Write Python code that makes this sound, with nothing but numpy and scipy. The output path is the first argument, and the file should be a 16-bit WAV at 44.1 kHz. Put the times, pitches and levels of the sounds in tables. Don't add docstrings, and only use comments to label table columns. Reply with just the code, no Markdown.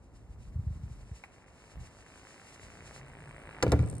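import sys
import numpy as np
from scipy import signal
from scipy.fft import rfft, irfft
from scipy.io import wavfile
from scipy.ndimage import uniform_filter1d

SR = 44100
rng = np.random.default_rng(int(sys.argv[2]) if len(sys.argv) > 2 else 0)


def wav_out(sig):
    wavfile.write(sys.argv[1], SR, np.round(np.clip(np.atleast_2d(sig).T, -1, 1) * 32767).astype(np.int16))


N = 176400

# t/s, boom/dB, knock/dB, clack/dB, crack/dB
BLOWS = [(3.6262, -53, -30, -17.5, -20), (3.6292, -21, -23.5, -53, -24.5), (3.6352, -25.5, -14.5, -33, -32),
         (3.6658, -54, -18, -32, -47), (3.6795, -16.5, -35, -46, -43), (3.7194, -57, -24.5, -26.5, -22.5),
         (3.7224, -13.5, -17.5, -38.2, -29.5), (3.7281, -25, -16, -32, -57),
         (3.7325, -37.0, -18.5, -56, -62), (3.7376, -12, -55, -44.0, -66), (3.7622, -49, -33, -44, -58),
         (3.7918, -13.5, -32.5, -35.5, -43), (3.8, -12.0, -48, -59, -73), (3.8302, -20, -35.5, -41, -65),
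         (3.9287, -27, -34, -58, -49)]
RAMP_START_S = BLOWS[0][0]
# f/Hz, level/dB, t60/s
EDGE_MODES = [(818, -11, 0.041), (994, -10.5, 0.068), (1206, -7.5, 0.035), (1380, -6, 0.041),
              (1667, -13.5, 0.058), (1996, -6, 0.015), (2317, -4, 0.019)]
EDGE_RISE_S = 0.00017
# f/Hz, level/dB
CRACK_COLOUR = [(500, -4.5), (1500, -0.5), (2600, 8.5), (3400, -2.5), (6100, 1.5), (8000, -4.5),
                (11200, -6.5), (12300, -31)]
CRACK_DECAY_S = 0.0016
# t/s, level/dB
DECK_LEVEL = [(3.63, -44), (3.69, -34.5), (3.86, -40), (4, -46)]


def undb(db):
    return 10 ** (np.asarray(db) / 20)


def clock():
    return np.arange(N) / SR


def curve(points):
    return np.interp(clock(), *np.array(points).T)


def colour(x, points):
    hz, db = np.array(points).T
    size = 2 * N
    log_hz = np.log(np.fft.rfftfreq(size, 1 / SR) + 1)
    gain = undb(np.interp(log_hz, np.log(hz), db))
    gain /= np.sqrt(np.mean(gain ** 2))
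    cepstrum = irfft(np.log(gain))
    cepstrum[1:N] *= 2
    cepstrum[N + 1:] = 0
    response = np.exp(rfft(cepstrum))
    return irfft(rfft(x, size) * response)[..., :N]


def noise(points):
    side_db, side_cut_hz = -10.5, 61
    mid, side = colour(rng.standard_normal((2, N)), points)
    high_pass = signal.butter(1, side_cut_hz, "high", fs=SR, output="sos")
    side = signal.sosfilt(high_pass, side)
    return mid + undb(side_db) * np.array([side, -side])


def walk(rate):
    step_length = int(SR / rate)
    steps = np.repeat(rng.standard_normal(N // step_length + 1), step_length)
    smooth = uniform_filter1d(steps, step_length)[:N]
    return smooth / np.std(smooth)


def strikes(times, db):
    out = np.zeros(N)
    samples = np.round(np.asarray(times) * SR).astype(int)
    np.add.at(out, np.clip(samples, 0, N - 1), undb(db))
    return out


def repeats(rate, anchor_s):
    turns = np.cumsum(curve(rate)) / SR
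    turns -= np.interp(anchor_s, clock(), turns)
    return clock()[1:][np.diff(np.floor(turns)) > 0]


def bursts(pulses, decay_s):
    envelope = signal.lfilter([1], [1, -np.exp(-1 / (decay_s * SR))], pulses)
    return envelope * rng.standard_normal(N)


def ring(pulses, modes, rise_s):
    t = clock()[:SR]
    tone = np.zeros(SR)
    for hz, db, t60 in modes:
        tone += undb(db) * np.sin(2 * np.pi * hz * t) * np.exp(-np.log(1000) * t / t60)
    return signal.fftconvolve(pulses, tone * (1 - np.exp(-t / rise_s)))[:N]


def ramp():
    # f/Hz, level/dB, t60/s
    boom_modes = [(82, 1.8, 0.099), (112.2, -10, 0.23), (168, -9, 0.15)]
    knock_modes = [(287.7, -11.5, 0.234), (334.6, -9, 0.083), (429, -2.5, 0.043), (490, -5, 0.061),
                   (526, -2.5, 0.013), (640, -12.5, 0.033), (728, -18.5, 0.052)]
    # f/Hz, level/dB
    rattle_colour = [(200, -12.5), (500, 10.5), (900, -1), (2500, -17), (5000, -36.5)]
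    boom_rise_s, knock_rise_s = 0.0045, 0.00087
    splinter_db, splinter_decay_s = -12.5, 0.0048
    rattle_db, rattle_decay_s = -13 - 20 * np.log10(2), 0.017

    times, *levels = np.array(BLOWS).T
    boom, knock, clack, crack = (strikes(times, db) for db in levels)
    body = ring(boom, boom_modes, boom_rise_s)
    body += ring(knock, knock_modes, knock_rise_s)
    body += ring(clack, EDGE_MODES, EDGE_RISE_S)
    splinter = undb(splinter_db) * bursts(crack, splinter_decay_s)
    snap = colour(bursts(crack, CRACK_DECAY_S) + splinter, CRACK_COLOUR)
    rattle = undb(rattle_db) * colour(bursts(knock, rattle_decay_s), rattle_colour)
    return body + snap + rattle + chatter()


def chatter():
    taps_per_s, below_deck_db = 90, -11
    taps = (rng.random(N) < taps_per_s / SR) * rng.standard_normal(N)
    taps *= (clock() > RAMP_START_S) * undb(curve(DECK_LEVEL) + below_deck_db)
    snap = colour(bursts(taps, CRACK_DECAY_S), CRACK_COLOUR)
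    return ring(taps, EDGE_MODES, EDGE_RISE_S) + snap / 2


def deck_rumble():
    # f/Hz, level/dB
    box_colour = [(40, -24.5), (85, -6.5), (120, 3), (200, -9.5), (520, -18), (3000, -58)]
    loaded = clock() > RAMP_START_S
    return loaded * undb(curve(DECK_LEVEL)) * noise(box_colour)


def freewheel():
    # t/s, rate/(1/s)
    tooth_rate = [(3.5, 91), (3.86, 81), (3.93, 75.5), (4, 61.5)]
    # t/s, level/dB
    tick_level = [(3.05, -62), (3.8, -59.5), (3.84, -56), (3.88, -45), (3.91, -46), (4, -48.5)]
    # f/Hz, level/dB
    tick_colour = [(3000, -17), (7300, -9), (8600, 4), (10700, -5), (12000, -38)]
    one_tooth_s, scatter_db, tick_decay_s = 3.9517, 2.5, 0.0037

    teeth = repeats(tooth_rate, one_tooth_s)
    teeth = teeth[teeth > tick_level[0][0]]
    scatter = scatter_db * rng.standard_normal(len(teeth))
    ticks = strikes(teeth, np.interp(teeth, *np.array(tick_level).T) + scatter)
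    return colour(bursts(ticks, tick_decay_s), tick_colour)


def distant_clack():
    # t/s, level/dB, decay/s
    at, db, decay_s = (1.2374, -41.5, 0.0076)
    # f/Hz, level/dB
    clack_colour = [(300, -8), (800, 7.5), (1600, 2), (2400, 8), (3400, -16), (12000, -25)]
    return colour(bursts(strikes([at], [db]), decay_s), clack_colour)


def tyres():
    # t/s, rate/(1/s)
    joint_rate = [(0, 40), (1.6, 51), (2.02, 52.5), (2.95, 58.5), (3.3, 56.5), (3.6, 52.5)]
    # t/s, level/dB
    tyre_level = [(0, -76.5), (1.4, -63.5), (2, -60.5), (2.7, -57.5), (3.3, -56), (3.61, -51.5),
                  (3.78, -60)]
    # t/s, level/dB
    hiss_level = [(0, -74), (1.2, -68), (2.2, -63.5), (2.45, -60.5), (3, -59.5), (3.05, -70.5), (3.6, -71),
                  (3.7, -80)]
    # f/Hz, level/dB
    patter_colour = [(200, 4.5), (450, 3.5), (1050, -0.5), (1700, 2.5), (2700, 0), (3500, -18),
                     (12000, -46)]
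    roar_colour = [(40, -15), (135, -2.5), (250, -1), (650, 1), (1100, -3.5), (2600, -8), (3600, -20),
                   (12000, -43)]
    hiss_colour = [(1500, -5.5), (2700, 5), (3500, -3.5), (6700, 1), (11000, -4), (12200, -36)]
    anchor_joint_s = 3.5855
    jitter_s, scatter_db = 0.0003, 1.5
    rear_db, rear_lag_s = -9, 0.0075
    slap_db, grit_decay_s = 18, 0.0015
    clearer_db_per_s = 1.5
    roar_db = -2
    flicker_db, flicker_per_s = 3, 34

    joints = repeats(joint_rate, anchor_joint_s)
    chance = rng.standard_normal((4, len(joints)))
    front = strikes(joints + jitter_s * chance[0], scatter_db * chance[1])
    rear = strikes(joints + rear_lag_s + jitter_s * chance[2], rear_db + scatter_db * chance[3])
    slaps = front + rear
    patter = colour(undb(slap_db) * slaps + bursts(slaps, grit_decay_s), patter_colour)
    patter /= np.std(patter)
    on_paving = clock() < RAMP_START_S
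    patter *= on_paving * undb(clearer_db_per_s * (clock() - anchor_joint_s))
    rolling = patter + undb(roar_db) * noise(roar_colour)
    flicker = flicker_db * walk(flicker_per_s)
    hiss = undb(curve(hiss_level) + flicker) * noise(hiss_colour)
    return undb(curve(tyre_level)) * rolling + hiss


def drone():
    # t/s, level/dB
    hum_level = [(2.3, -80), (3, -57.5)]
    centre_hz, width_hz = 138, 23
    edges_hz = centre_hz + np.array([-.5, .5]) * width_hz
    band_pass = signal.butter(2, edges_hz, "band", fs=SR, output="sos")
    band = signal.sosfilt(band_pass, rng.standard_normal(N))
    return undb(curve(hum_level)) * band / np.std(band)


def house_fronts(x):
    echo_db, t60_s, swell_s, top_hz = -17.5, 1, 0.0086, 5000
    t = clock()[:SR]
    envelope = np.exp(-np.log(1000) * t / t60_s) * (1 - np.exp(-t / swell_s))
    tail = rng.standard_normal((2, SR)) * envelope
    tail /= np.sqrt(np.sum(tail ** 2) / 2)
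    tail = signal.sosfilt(signal.butter(2, top_hz, fs=SR, output="sos"), tail)
    return undb(echo_db) * signal.fftconvolve(x[None], tail, axes=1)[:, :N]


def wind():
    # t/s, level/dB
    eddies = [(.559, -23), (0.585, -27.5), (.594, -24), (0.669, -22), (0.708, -26), (0.759, -33.5),
              (0.836, -26.5), (0.91, -32), (1.115, -30.5)]
    # t/s, level/dB
    breeze_level = [(0, -57), (.4, -48), (.58, -43.5), (1.02, -47.5), (1.22, -65), (1.73, -66), (1.77, -39),
                    (1.83, -43), (1.9, -61), (2.58, -73), (2.62, -50.5), (2.7, -57)]
    # f/Hz, level/dB
    breeze_colour = [(20, -16), (45, 2.5), (85, 0), (210, -14), (800, -59)]
    eddy_s = 0.002
    cut_order, cut_hz = 6, 56.4

    pushes = np.zeros(N)
    for at, db in eddies:
        pushes += undb(db) * np.exp(-.5 * ((clock() - at) / eddy_s) ** 2)
    bass_cut = signal.butter(cut_order, cut_hz, "high", fs=SR, output="sos")
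    buffets = 2 * signal.sosfilt(bass_cut, pushes)
    return buffets + undb(curve(breeze_level)) * noise(breeze_colour)


def town():
    # f/Hz, level/dB
    town_colour = [(25, -5), (90, 0), (1000, -15), (3500, -42), (12000, -67)]
    town_db = -60.5
    return undb(town_db) * noise(town_colour)


def scene():
    hits = ramp() + freewheel() + distant_clack()
    bike = hits + deck_rumble() + tyres() + drone()
    return bike + house_fronts(hits) + wind() + town()


def record(dry):
    # f/Hz, phase/rad
    stereo_phase = [(500, 0.36), (1850, 0), (2700, 3.5), (3250, 3.5), (3700, .5), (4800, 1.16), (5500, 2),
                    (6500, 4), (7500, 8), (8500, 6), (9600, 10), (10600, 9), (11600, 13.5)]
    bass_cut_hz, top_hz = 35, 12979
    hz = np.fft.rfftfreq(2 * N, 1 / SR)
    lead = np.interp(hz, *np.vstack([np.zeros(2), stereo_phase]).T)
    turn = np.exp(.5j * np.array([lead, -lead]))
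    stereo = irfft(rfft(dry, 2 * N) * turn)[:, :N]
    bass_cut = signal.butter(2, bass_cut_hz, "high", fs=SR, output="sos")
    top_cut = signal.ellip(8, .2, 70, top_hz, fs=SR, output="sos")
    return signal.sosfilt(top_cut, signal.sosfilt(bass_cut, stereo))


dry = scene()
out = record(dry)
wav_out(out)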